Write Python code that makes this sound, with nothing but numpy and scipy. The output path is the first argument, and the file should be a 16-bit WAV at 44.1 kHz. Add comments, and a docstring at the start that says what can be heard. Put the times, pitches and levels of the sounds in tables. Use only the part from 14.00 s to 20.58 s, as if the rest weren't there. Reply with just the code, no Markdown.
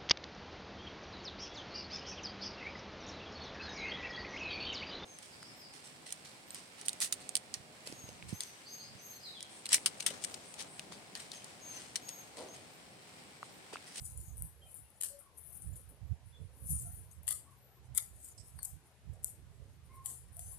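"""Plucking a bird on a porch

Someone on a porch step plucks a dead bird by hand, close to a phone with a left and a right microphone port.
Quills tear out in bursts of tiny noise snaps that ring the wing and echo under the roof.
Streams of random slips make the rustle of fingers in the plumage; gliding tones make squeaks and a creak.
Behind are a scuff, a few distant animal calls, wind noise at each port, outdoor air and a far engine's hum."""
import sys
import numpy as np
from scipy import signal
from scipy.fft import rfft, irfft, next_fast_len
from scipy.io import wavfile
from scipy.ndimage import uniform_filter1d, map_coordinates

SR = 44100
rng = np.random.default_rng(int(sys.argv[2]) if len(sys.argv) > 2 else 0)


def log_audio(samples):
    """Write samples as a 16-bit WAV file to the path given in sys.argv[1]."""
    # one column per channel
    frames = np.atleast_2d(samples).T
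    # limit to full scale, then quantise
    limited = np.clip(frames, -1, 1)
    pcm = np.round(limited * 32767).astype(np.int16)
    wavfile.write(sys.argv[1], SR, pcm)


N = 290218
T = np.arange(N) / SR  # s

# Levels in the tables are relative; the functions trim them. Spectra give a shape only.

# Quills snapping out of the skin. Each row: start in seconds, level in dB, wing knock in dB against that,
# left minus right in dB, brightness in dB per octave.
SNAPS = [(1.0108, -27, -17, 13, 0), (1.0123, -22, -15, 13, 2), (1.0143, -26, -22, 11, -2),
         (1.0241, -27, -18, 8, -14), (1.0345, -21, -18, 10, -4), (1.0358, -27, -15, 8, -3),
         (1.0378, -28, -15, 6, -5), (1.0423, -29, -22, 10, -6), (1.0489, -32, -12, 13, -9),
         (1.0652, -37, -22, 14, -3), (1.0872, -35, -24, 11, -9), (3.2716, -31, -16, 14, 3),
         (3.2795, -19, -16, 12, -7), (3.2816, -25, -18, 10, -4), (3.2865, -23, -19, 13, -4),
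         (3.288, -19, -26, 16, 0), (3.2919, -25, -26, 17, 2), (3.3073, -25, -19, 8, 4),
         (3.3093, -18, -17, 11, -6), (3.3152, -31, -9, 7, 0), (3.3205, -30, -14, 10, 4),
         (3.3239, -22.5, -22, 8, 3), (3.3275, -27, -13, 8, -13), (3.9497, -29, -26, 20, 3),
         (3.9592, -30, -19, 22, 2), (3.9658, -28, -28, 17, 2), (3.9709, -30, -18, 12, 8),
         (3.9766, -10.5, -30, 15, 2), (3.9775, -16, -28, 15, 0), (3.9786, -19, -24, 14, 0),
         (3.9805, -20, -16, 12, 0), (3.9815, -18, -12, 11, 2), (3.9836, -23, -12, 12, -2),
         (4.6304, -22.5, -40, 24, 14), (4.6314, -28, -34, 22, 10), (4.6448, -30, -32, 26, 10),
         (4.6495, -26, -37, 14, 2), (4.6516, -27, -37, 10, -3), (4.6526, -28, -37, 9, -2),
         (4.6563, -32, -30, 10, 0), (5.239, -32, -36, 16, 9), (5.245, -16.3, -44, 15, 3.5),
         (5.2473, -27, -38, 6, 0), (5.2816, -39, -28, 10, -10), (6.0593, -22.5, -28, 14, 1),
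         (6.0613, -25, -20, 15, -4), (6.0679, -28, -24, 19, 4), (6.1015, -37, -28, 10, -5),
         (6.3926, -36, -20, 7, 3), (6.3938, -30, -22, 11, 2), (6.3958, -35, -22, 9, -4)]
# Tugs in which small barbs and lesser quills tear. Each row: start in seconds, length in seconds, level in dB,
# wing knock in dB against that.
TUGS = [(1.01, .007, -39, -15), (1.024, .003, -40, -20), (1.035, .011, -34, -15), (1.047, .022, -44, -9),
        (3.271, .003, -42, -14), (3.2795, .012, -33.5, -11), (3.292, .014, -42, -8),
        (3.306, .005, -33, -13), (3.314, .014, -35, -12), (3.95, .024, -40, -15), (3.9768, .002, -25, -28),
        (3.98, .005, -32.5, -4), (3.987, .016, -42, -7), (4.628, .012, -43, -34), (4.65, .008, -37, -34),
        (5.232, .002, -49, -30), (5.2455, .002, -35, -34), (6.058, .014, -41, -15), (6.074, .035, -51, -11)]
# time for the crackle to rise by 20 dB before each burst, and to fall by 20 dB after it
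CRACKLE_RISE_S, CRACKLE_FALL_S = .0055, .003
# Turns of the hands and their grip. Each row: time in seconds, send of the plucks to the porch walls in dB,
# stretch of the wing's modes as a ratio, tilt of those modes in dB per octave.
HANDS = [(1.04, -5, .93, 3), (3.3, -7.5, 1.01, -1), (3.97, -12.5, 1.09, -3), (4.64, -7, 1.0, 2),
         (5.25, -8.5, 1.03, 1), (6.06, -3.5, 1.0, 1)]
# Modes of the wing and its shafts. Each row: pitch in Hz before the grip stretches it,
# time to fade by 60 dB in seconds, level in dB.
WING_MODES = [(513, .02, -24), (1230, 0.028, -9), (2000, 0.012, -.5), (3400, 0.005, 3.5), (4500, 0.004, 1),
              (5700, .0026, 0)]
# Spectrum of a quill's crack. Each row: frequency in Hz, density in dB per Hz.
CRACK_TONE = [(1500, -42), (4000, -27), (5800, -20), (7700, -4.5), (9500, 1), (10800, -6), (11600, -5.5),
              (12800, -12), (14000, -12), (15000, -31)]
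# Treble that the porch throws back. Each row: frequency in Hz, gain in dB.
PORCH_TONE = [(1200, -3), (2000, -5), (3300, -6), (5000, -.5), (7000, 0)]

# Single feathers springing past the fingertips. Each row: start in seconds, level in dB,
# splintering time in seconds, left minus right in dB, brightness in dB per octave.
FLICK_TICKS = [(0.1075, -39, .0005, 10, 0), (0.1752, -33, .0015, 12, 0), (0.3704, -32.5, .0009, 11, -8),
               (0.3802, -32, .0015, 11, -8), (0.4226, -20.5, .0005, 10, 5), (0.7158, -41, .0005, 9, 0),
               (0.7434, -31.5, .0003, 23, 9), (0.7502, -38, .0006, 20, 6), (0.7545, -36, .0007, 20, 6),
               (0.8257, -47, .0005, 15, 4), (0.9038, -46, .0005, 15, 6), (1.1911, -37, .0008, 23, 8),
               (1.199, -41, .0006, 20, 8), (1.3742, -39, .002, 12, 0), (1.3838, -34, .001, 14, 3),
               (1.5455, -39, .0006, 15, 0), (1.5537, -37, .0006, 15, 0), (1.5703, -40, .0005, 15, 3),
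               (1.6218, -32, .001, 17, -8), (1.7584, -39, .0006, 15, -4), (1.7647, -37, .001, 15, -6),
               (1.8074, -48, .0006, 15, 0), (1.8994, -48, .001, 17, 8), (2.7083, -25, .0009, 8, 0),
               (2.7122, -25, .001, 8, 0), (2.8604, -39, .0005, 8, 0), (3.1127, -45, .003, 18, -8),
               (3.2324, -39, .0006, 20, 12), (5.1356, -46, .0006, 7, 0), (6.3299, -49, .0008, 13, 0),
               (6.3684, -31, .0007, 11, -3)]
# Feathers brushing back into place. Each row: peak in seconds, barb hiss in dB, vane scrape in dB,
# left minus right in dB.
FLICK_BRUSHES = [(0.174, -53, -60, 12), (0.372, -53, -62, 11), (0.383, -55, -64, 11),
                 (0.4223, -57, -76, 10), (0.748, -54, -72, 23), (0.901, -68, -80, 15),
                 (1.1902, -56, -86, 23), (1.377, -51, -78, 12), (1.3838, -60, -80, 14),
                 (1.5535, -60, -75, 15), (1.6215, -55, -66, 17), (1.761, -51, -59, 15),
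                 (1.891, -59, -79, 17), (3.114, -62, -62, 18), (3.2317, -65, -75, 20),
                 (4.162, -68, -75, 11), (5.1342, -73, -72, 7), (6.3678, -58, -66, 11)]
FLICK_RISE_S, FLICK_FADE_S = .008, .09  # time for a brush to swell and to fade by 20 dB

# The hand bumps the bird as it takes a new grip. Each row: frequency in Hz, density in dB per Hz.
BUMP_TONE = [(400, -22), (800, -10), (1100, 3), (1350, -7), (1700, 6), (2300, -13), (3600, -20), (4150, -3),
             (4500, 7), (5000, -14), (7000, -22), (8400, -6), (8810, 17), (9300, -1), (10300, -8),
             (11200, 1), (14000, -14)]
BUMP_S = 4.588

# Strokes through the plumage. Each row: firmest moment in seconds, rise by 20 dB in seconds,
# fade by 20 dB in seconds, barb hiss in dB, vane scrape in dB, left minus right in dB.
STROKES = [(0.056, .07, .15, -47, -54.5, 9), (0.21, .12, .27, -56, -59.5, 13),
           (0.715, .1, .07, -57, -67, 9), (0.765, .06, .14, -55, -65, 23), (0.98, .08, .08, -66, -72, 12),
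           (1.475, .1, .12, -52, -85, 20), (1.55, .15, .25, -53, -66, 15), (1.70, .1, .12, -61, -82, 16),
           (2.29, .06, .07, -68, -80, 22), (2.57, .08, .1, -65, -75, 10), (2.712, .085, .17, -38, -66, 8),
           (2.79, .08, .2, -45, -65, 3), (2.96, .15, .16, -56, -70, 17), (3.51, .05, .25, -71, -80, 5),
           (3.855, .03, .05, -73, -75, 5), (4.16, .04, .1, -62, -71, 11), (4.245, .07, .1, -54, -52, 8),
           (4.285, .05, .08, -57, -59, 6), (4.48, .1, .14, -61, -68, 8), (4.58, .05, .06, -65, -82, 19),
           (4.86, .06, .15, -70, -84, 7), (5.73, .04, .08, -75, -86, 5), (5.86, .04, .06, -70, -90, 7),
           (5.96, .06, .07, -64, -76, 12), (6.054, .015, .02, -52, -62, 12), (6.11, .05, .13, -51, -53, 12),
           (6.175, .06, .08, -56, -64, 19), (6.33, .02, .15, -63, -74, 13), (6.365, .05, .04, -58, -66, 11),
           (6.40, .02, .12, -54, -57, 6), (6.47, .06, .1, -53, -59, 10), (6.52, .08, .13, -50, -56, 13)]
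# Spectrum of the fine barbs' hiss. Each row: frequency in Hz, density in dB per Hz.
BARB_TONE = [(1500, -66), (4000, -38), (7000, -26), (8700, -5), (9500, 3.5), (10100, 5), (10900, 0),
             (12500, -5.5), (14100, -8.5), (14600, -34)]
# Spectrum of the vanes' scrape. Each row: frequency in Hz, density in dB per Hz.
VANE_TONE = [(1200, -56), (2500, -28), (4300, -16), (6000, -11), (7500, 2), (8600, 4), (10000, -4.5),
             (14000, -32)]
# Narrow hiss of the shaft under a firm stroke, before it glides. Each row: frequency in Hz, density in dB per Hz.
SHAFT_TONE = [(1500, -76), (5000, -41), (7000, -23.5), (8400, -13), (8900, -13), (9450, 3.5), (10050, -1),
              (10800, -13.5), (12500, -23), (14200, -31)]
SHAFT_HZ = 9700  # nominal middle of that band
# The band moves with the length of shaft left free. Each row: time in seconds, middle of the band in Hz.
SHAFT_PITCH = [(0, 9550), (1.5, 9900), (2.73, 10000), (2.8, 9450), (2.95, 9850), (4.2, 9700), (6.1, 9000),
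               (6.4, 9700)]
# The bird shifting in the hand that holds it: hiss, scrape, left minus right, spread of the level's wander
HOLD_BARB_DB, HOLD_VANE_DB, HOLD_PAN_DB, HOLD_WANDER_DB = -85, -85, 6, 3
# Tone of the right port, which faces away from the hands. Each row: frequency in Hz, gain in dB.
SHADE = [(500, 10), (3000, 0.5), (6500, 8), (9000, 1.5), (11000, -12), (13000, -11)]

# Feather shafts squeaking thinly between the fingers. Each row: start in seconds, length in seconds,
# start pitch in Hz, end pitch in Hz, level in dB.
SQUEAKS = [(0.2, .17, 6950, 6400, -61), (0.54, .1, 11300, 11200, -66), (1.727, .016, 7250, 7150, -60),
           (1.752, .016, 7150, 7250, -57), (2.05, .08, 11700, 11900, -72), (2.24, .09, 9600, 10100, -66),
           (2.39, .11, 10200, 9300, -67), (3.108, .022, 6500, 6700, -59), (3.54, .29, 12300, 11950, -63)]
# A shaft creaks in the new grip, into the moment the quills give
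CREAK_S, CREAK_LENGTH_S, CREAK_HZ = 4.579, .068, 4430

# A scuff off to the right. Each row: time in seconds, level in dB.
SCUFF = [(4.372, -81), (4.380, -54.5), (4.392, -61), (4.405, -57), (4.43, -69), (4.50, -77), (4.52, -100)]
# Resonances of the scuff. Each row: frequency in Hz, density in dB per Hz.
SCUFF_TONE = [(3500, -29), (4700, -13), (5300, 2), (5900, -14), (6500, -9), (7200, -13), (8000, 3.5),
              (8800, -8), (13000, -28)]

# Far birds and yard animals. Each row: start in seconds, length in seconds, start pitch in Hz before the arch,
# end pitch in Hz before the arch, level in dB, octave in dB against that, pitch roughness as a share.
CALLS = [(0.612, 0.045, 3170, 3060, -66.5, -30, .012), (0.665, .04, 2950, 2850, -77, -30, .03),
         (0.655, 0.03, 2480, 2420, -77, -30, .03), (0.84, .04, 2780, 2770, -79, -30, .03),
         (1.1, 0.028, 560, 565, -56, -24, .01), (1.125, .05, 570, 550, -61, -22, .014),
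         (1.198, .025, 1300, 1330, -73, -30, .03), (1.205, 0.085, 1110, 1090, -71, -30, .04),
         (2.32, 0.051, 3450, 3480, -68, -30, .014), (2.85, 0.04, 680, 700, -64, -9, .02),
         (3.45, 0.1, 1100, 1094, -70, -30, .05), (5.89, 0.065, 1060, 1065, -67.5, -5, .018),
         (5.94, 0.08, 1085, 1060, -59.5, -21, .02), (6.015, .075, 1075, 1060, -64.5, -24, .02),
         (6.366, 0.035, 670, 705, -62, -22.5, .014)]
CALL_ARCH = .025  # share by which the pitch bows over a call, up in the middle and down at the ends

# The breeze at each port. Each row: time in seconds, left level in dB, right level in dB.
BREEZE = [(0, -73, -54), (0.2, -60, -52), (0.5, -65, -57), (0.9, -75, -69), (1.1, -65, -70),
          (1.3, -68, -78), (1.55, -62, -61), (1.9, -71, -57), (2.6, -65, -55), (3.1, -65, -57),
          (3.37, -66, -54), (3.5, -67, -69), (3.76, -63, -73), (3.81, -64, -56), (4.3, -66, -63),
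          (4.65, -78, -58), (4.99, -66, -74), (5.04, -64, -53), (6.58, -65, -55.5)]
# Gusts that strike the right port. Each row: peak in seconds, length in seconds, level in dB.
GUSTS = [(0.025, .04, -44), (0.185, .05, -42), (0.315, .08, -43), (0.42, .06, -40), (0.81, .07, -57),
         (1.69, .08, -38), (2.04, .045, -40), (2.115, .03, -30), (2.26, .05, -49), (2.425, .06, -42),
         (2.64, .04, -40), (2.73, .06, -33), (2.86, .22, -44), (3.185, .03, -46), (3.915, .05, -45),
         (4.135, .07, -52), (4.405, .04, -49), (4.565, .04, -45), (4.742, .04, -45), (5.1, .05, -39),
         (5.615, .03, -45), (6.44, .1, -52)]
GUST_RISE = .4  # share of a gust's length spent rising
# Spectrum of wind on a port. Each row: frequency in Hz, density in dB per Hz.
BUFFET_TONE = [(20, -24), (38, -21.5), (58, -.5), (85, 0), (125, -7), (165, -11), (220, -29), (350, -35.5),
               (900, -65)]
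# Spectrum of the outdoor air. Each row: frequency in Hz, density in dB per Hz.
AIR_TONE = [(110, -24), (180, -8.5), (319, -13.5), (399, -10), (682, -13), (748, -12.5), (1210, -19),
            (1960, -21), (3110, -24.5), (10200, -32.5), (11200, -32.5), (13700, -38), (15000, -51)]
AIR_DB = -70
# The far engine's hum. Each row: time in seconds, level in dB.
ENGINE = [(0, -79.5), (3.3, -68), (3.8, -68.5), (4.7, -77.5), (5.6, -66), (6.1, -59), (6.58, -69)]
ENGINE_HZ = 127.2  # middle of its wandering pitch
TOP_HZ = 14350  # where the phone's treble ends


def snaps(crack_db=-19.9, knock_db=-18):
    """Each quill lets go with a crack of its own brightness and jolts the wing."""
    out = np.zeros((2, N))
    for s, db, low_db, pan_db, tilt_db in SNAPS:
        push = fracture(splinter=.14, splinter_s=.0009)
        crack = colour(push, tilted(CRACK_TONE, tilt_db))
        knock = wing(push, s, detune=1 + .035 * rng.standard_normal())
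        sound = undb(crack_db) * unit(crack) + undb(knock_db + low_db) * unit(knock)
        add(out, s, sound * undb([[db], [db - pan_db]]))
    return out


def fracture(splinter, splinter_s):
    """One sharp break followed by a decaying burst of splintering."""
    t = T[:SR // 25]
    push = splinter * rng.standard_normal((2, len(t))) * np.exp(-t / splinter_s)
    push[0, 0] += 1
    push[1, 2] += 1  # the right port hears it just after the left
    return push


def wing(x, s, detune=1):
    """The wing rings briefly with whatever jolts it; the grip at time s stretches and tilts its modes."""
    t = T[:SR // 20]
    when, _, stretches, tilts = np.transpose(HANDS)
    stretch = detune * np.interp(s, when, stretches)
    tilt_db = np.interp(s, when, tilts)
    ring = np.zeros(len(t))
    for hz, t60, db in WING_MODES:
        fade = undb(db + tilt_db * np.log2(hz) - 60 * t / t60)
        ring += fade * np.sin(2 * np.pi * hz * stretch * t)
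    kick = np.diff(ring, prepend=0)[None]
    return signal.fftconvolve(x, kick, axes=1)[:, :x.shape[-1]]


def tearing(right_db=-10, tear_db=-1):
    """Small barbs crackle apart at random in a burst for each tug, rising before it and falling after."""
    out, t = np.zeros((2, N)), T[:SR // 10]
    lead_s = 2 * CRACKLE_RISE_S
    for start, length, db, low_db in TUGS:
        age = t - lead_s
        outside = np.maximum(-age / CRACKLE_RISE_S, (age - length) / CRACKLE_FALL_S)
        strength = undb(db + tear_db - 20 * np.clip(outside, 0, 10))
        slips = (rng.random(len(t)) < 4000 / SR) * rng.standard_normal((2, len(t)))  # 4000 a second
        crackle = colour(slips * strength, CRACK_TONE) / np.std(colour(slips, CRACK_TONE))
        knock = wing(slips * strength, start) / np.std(wing(slips, start))
        add(out, start - lead_s, crackle + undb(low_db) * knock)
    return out * undb([[0], [right_db]])


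def flicks(flick_db=-28):
    """Single feathers spring free with a short, high tick."""
    out = np.zeros((2, N))
    for s, db, splinter_s, pan_db, tilt_db in FLICK_TICKS:
        push = fracture(splinter=.3, splinter_s=splinter_s)
        tick = unit(colour(push, tilted(BARB_TONE, tilt_db)))
        add(out, s, tick * ports(pan_db)[:, None] * undb(db + flick_db))
    return out


def bump(bump_db=-32, decay_s=0.0035, right_db=-10):
    """Fingers knock on the bird's body: a short noise burst through its resonances."""
    age = np.maximum(T - BUMP_S, 0)
    contact = np.minimum(age / .002, 1) * np.exp(-age / decay_s)
    knock = colour(contact * rng.standard_normal((2, N)), BUMP_TONE)
    return knock / np.max(np.abs(knock)) * undb(bump_db) * undb([[0], [right_db]])


def rustle(barb_db=-2.7, shaft_db=-7.5, vane_db=-3.5, hook_db=-12, grip_db=1.1, usual_db=-50):
    """Fingers slide over barbs and vanes, hooks unzip in dry ticks; firm strokes favour the shaft."""
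    barbs = plumage(BARB_TONE, rate=5000, spread_db=3)
    shaft = plumage(SHAFT_TONE, rate=7000, spread_db=2.5)
    shaft = glide(shaft, curves(SHAFT_PITCH)[0] - SHAFT_HZ)
    vanes = plumage(VANE_TONE, rate=5000, spread_db=2.5)
    hooks = unit(colour(grains(rate=220, spread_db=1), BARB_TONE))
    fine, coarse = touches()
    # above the usual strength, the barbs give way and the shaft comes up
    firm_db = .4 * np.maximum(20 * np.log10(np.hypot(*fine)) - usual_db, 0)
    soft_hiss = (barbs * undb(barb_db) + hooks * undb(hook_db)) * undb(-firm_db)
    hiss = soft_hiss + shaft * undb(shaft_db + firm_db)
    scrape = vanes * undb(vane_db)
    return (fine * hiss + coarse * scrape) * undb(grip_db * walk(70))


def plumage(tone, rate, spread_db):
    """A dense random stream of slips, with the levels of narrow bands varied at random."""
    slips = colour(grains(rate, spread_db), tone)
    return steady(shifting(slips, depth_db=5.8, width_hz=170, hold_s=.06), size_s=.025)


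def grains(rate, spread_db):
    """Tiny slips of uneven size, rate a second; each meets the two ports differently."""
    size = (rng.random(N) < rate / SR) * undb(spread_db * np.minimum(rng.exponential(size=N), 4))
    return size * rng.standard_normal((2, N))


def touches():
    """Strength of barb hiss and vane scrape at each port: strokes, flicked feathers and the holding hand."""
    brushes = [(s, FLICK_RISE_S, FLICK_FADE_S, *rest) for s, *rest in FLICK_BRUSHES]
    hold = (ports(HOLD_PAN_DB)[:, None] * undb(HOLD_WANDER_DB * walk(12))) ** 2
    fine, coarse = hold * undb(HOLD_BARB_DB) ** 2, hold * undb(HOLD_VANE_DB) ** 2
    for s, rise_s, fade_s, fine_db, coarse_db, pan_db in STROKES + brushes:
        power = ports(pan_db)[:, None] ** 2 * touch_power(s, rise_s, fade_s)
        fine += power * undb(fine_db) ** 2
        coarse += power * undb(coarse_db) ** 2
    return np.sqrt(fine), np.sqrt(coarse)


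def touch_power(s, rise_s, fade_s):
    """Power of a touch that peaks at time s and is 20 dB weaker rise_s before and fade_s after."""
    away = np.maximum((s - T) / rise_s, (T - s) / fade_s)
    return undb(-20 * np.minimum(away, 10)) ** 2


def squeak(waver_hz=170, right_db=-12, squeak_db=-2):
    """A smooth shaft slips through the fingers with a gliding, unsteady whistle."""
    out, waver = np.zeros((1, N)), waver_hz * walk(1200)
    grip = undb(squeak_db + 3.8 * walk(300))
    for s, length, hz0, hz1, db in SQUEAKS:
        u = np.linspace(0, 1, int(length * SR))
        hz = hz0 + (hz1 - hz0) * u + waver[int(s * SR):][:len(u)]
        add(out, s, undb(db) * np.sin(np.pi * u) * np.sin(2 * np.pi * np.cumsum(hz) / SR))
    return out * grip * undb([[0], [right_db]])


def creak(creak_db=-65, octave_db=7, waver_hz=130, right_db=-8):
    """A gripped shaft sticks and slips with a thin, rough tone and its octave."""
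    u = np.clip((T - CREAK_S) / CREAK_LENGTH_S, 0, 1)
    phase = 2 * np.pi * np.cumsum(CREAK_HZ + waver_hz * walk(1200)) / SR
    grip = np.sqrt(np.abs(np.sin(np.pi * u))) * undb(creak_db + 4 * walk(400))
    tone = np.sin(phase) + undb(octave_db) * np.sin(2 * phase)
    return grip * tone * undb([[0], [right_db]])


def scuff(pan_db=-6):
    """Something dry scrapes briefly on the step: resonant grit."""
    sounding = (T > SCUFF[0][0]) & (T < SCUFF[-1][0])
    grit = unit(colour(grains(rate=6400, spread_db=1), SCUFF_TONE))
    return grit * sounding * undb(curves(SCUFF)[0]) * ports(pan_db)[:, None]


def animals(call_db=1.0, direct=0.95, flutter_db=2):
    """Short calls arch in pitch and flutter in strength, blurred by diffuse echoes of the distance."""
    out, waver, flutter = np.zeros((1, N)), walk(300), undb(flutter_db * walk(90))
    for s, length, hz0, hz1, db, octave_db, rough in CALLS:
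        u = np.linspace(0, 1, int(length * SR))
        arch = 1 + CALL_ARCH * (np.sin(np.pi * u) - 2 / np.pi)
        roughness = 1 + rough * waver[int(s * SR):][:len(u)]
        hz = (hz0 + (hz1 - hz0) * u) * arch * roughness
        phase = 2 * np.pi * np.cumsum(hz) / SR
        strength = undb(db + call_db) * np.sqrt(np.abs(np.sin(np.pi * u)))
        add(out, s, strength * (np.sin(phase) + undb(octave_db) * np.sin(2 * phase)))
    out = out * flutter
    return direct * out + echo(out[0], t60=0.26, build_s=0.0035, damp_s=0.093)


def wind(left_db=-36, flutter_db=2.4):
    """Eddies thump on each port separately; a fluttering breeze and short gusts set their strength."""
    breeze = undb(np.array(curves(BREEZE)) + flutter_db * np.array([walk(16), walk(16)]))
    gust_power = np.zeros(N)
    for s, length, db in GUSTS:
        age = (T - s) / (length * np.where(T < s, GUST_RISE, 1 - GUST_RISE))
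        gust_power += undb(db) ** 2 * np.exp(-np.minimum(age ** 2, 20))
    gusts = np.sqrt(gust_power) * undb([[left_db], [0]])
    eddies = steady(colour(rng.standard_normal((2, N)), BUFFET_TONE), size_s=0.038)
    return eddies * np.hypot(breeze, gusts)


def outdoors(apart_hz=1900, left_db=0.28):
    """Restless open air, alike at both ports in the bass, and the wavering hum of a far engine."""
    mid, side = colour(rng.standard_normal((2, N)), AIR_TONE)
    side = colour(side, [(300, -13), (650, -12), (apart_hz, -1), (8000, 0)])
    air = (mid + side * np.array([[1], [-1]])) / np.std(mid)
    air = air * undb(AIR_DB) * undb([[left_db], [-left_db]])
    low = signal.sosfiltfilt(signal.butter(2, 1500, fs=SR, output="sos"), air)
    restless_low = shifting(low, depth_db=3.5, width_hz=130, hold_s=.06)
    engine_hz = ENGINE_HZ + 1.42 * walk(6.2)
    hum = np.sin(2 * np.pi * np.cumsum(engine_hz) / SR) * undb(curves(ENGINE)[0] + 2 * walk(6.8))
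    return air - low + restless_low + hum


def echo(x, t60, build_s, damp_s):
    """Diffuse reflections build up, then die away, the treble first."""
    t = T[:int(.6 * SR)]
    scatter = rng.standard_normal((2, len(t)))
    dull = uniform_filter1d(scatter, size=4)
    response = dull + (scatter - dull) * np.exp(-t / damp_s)
    response = response * np.exp(-np.log(1000) * t / t60) * (1 - np.exp(-t / build_s))
    response /= np.sqrt(np.sum(response ** 2, axis=1, keepdims=True))
    return signal.fftconvolve(x[None], response, axes=1)[:, :N]


def shifting(x, depth_db, width_hz, hold_s):
    """The levels of narrow bands vary at random, smoothly over width_hz and hold_s."""
    _, _, bands = signal.stft(x, nperseg=512)
    k, m = bands.shape[-2:]
    across = np.arange(k) * SR / 512 / width_hz
    along = np.arange(m) * 256 / SR / hold_s
    grid = np.meshgrid(across, along, indexing="ij")
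    swell = map_coordinates(rng.standard_normal((k, m)), grid, order=1, mode="mirror")
    return signal.istft(bands * unit(undb(depth_db * unit(swell))))[1][..., :N]


def glide(x, shift_hz):
    """Move a sound up or down by a changing number of Hz."""
    analytic = signal.hilbert(x, next_fast_len(N))[..., :N]
    return np.real(analytic * np.exp(2j * np.pi * np.cumsum(shift_hz) / SR))


def colour(x, points):
    """Causal minimum-phase filter with the given (Hz, dB) outline."""
    n = x.shape[-1]
    hz, db = np.transpose(points)
    size = 2 * next_fast_len(n // 2 + 512)
    f = np.maximum(np.fft.rfftfreq(size, 1 / SR), 1)
    cepstrum = irfft(np.log(undb(np.interp(np.log(f), np.log(hz), db))))
    cepstrum[1:size // 2] *= 2  # fold the cepstrum forward in time
    cepstrum[size // 2 + 1:] = 0
    return irfft(rfft(x, size) * np.exp(rfft(cepstrum)))[..., :n]


def tilted(tone, tilt_db, pivot_hz=9500):
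    """The same spectrum, tilted by tilt_db per octave down to an octave below the pivot."""
    return [(f, d + tilt_db * np.log2(max(f / pivot_hz, .5))) for f, d in tone]


def steady(x, size_s):
    """Even out the level smoothly over the given time, to about rms 1."""
    k = int(size_s * SR)
    power = uniform_filter1d(uniform_filter1d(x ** 2, k), k)
    return x / np.sqrt(np.abs(power) + 1e-12)


def walk(rate):
    """Smooth random wander of rms 1, with rate new values a second."""
    k = max(int(SR / rate), 2)
    steps = np.repeat(rng.standard_normal(N // k + 1), k)
    return unit(uniform_filter1d(uniform_filter1d(steps, k), k)[:N])


def ports(pan_db):
    """Left and right gains that give unrelated signals a mean of rms 1."""
    gains = undb(np.array([pan_db, -pan_db]) / 2)
    return 2 * gains / np.sqrt(np.sum(gains ** 2, axis=0))


def curves(rows):
    """Each column of a table, joined by straight lines in time."""
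    s, *columns = np.transpose(rows)
    return [np.interp(T, s, c) for c in columns]


def add(out, s, x):
    """Mix x into out from time s."""
    i = max(int(s * SR), 0)
    out[:, i:i + x.shape[-1]] += x[..., :N - i]


def unit(x):
    """Scale to rms 1."""
    return x / np.sqrt(np.mean(x ** 2) + 1e-30)


def undb(db):
    """Decibels to gain."""
    return 10 ** (np.asarray(db) / 20)


def scene():
    """The hands' sounds with their echo under the porch roof, in the open air."""
    plucks = snaps() + tearing() + flicks() + bump()
    porch_send = plucks[0] * undb(curves(HANDS)[0])
    porch = echo(porch_send, t60=0.3, build_s=0.017, damp_s=.4) * undb([[0], [-8]])
    porch = shifting(colour(porch, PORCH_TONE), depth_db=3.4, width_hz=220, hold_s=.05)
    left, right = plucks + porch + rustle()
    hands = np.array([left, colour(right, SHADE)]) + squeak() + creak()
    return hands + scuff() + animals() + wind() + outdoors()


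def record(dry):
    """The phone cuts the top with a steep low-pass."""
    return signal.sosfilt(signal.ellip(8, .2, 70, TOP_HZ, fs=SR, output="sos"), dry)


dry = scene()
out = record(dry)
log_audio(out)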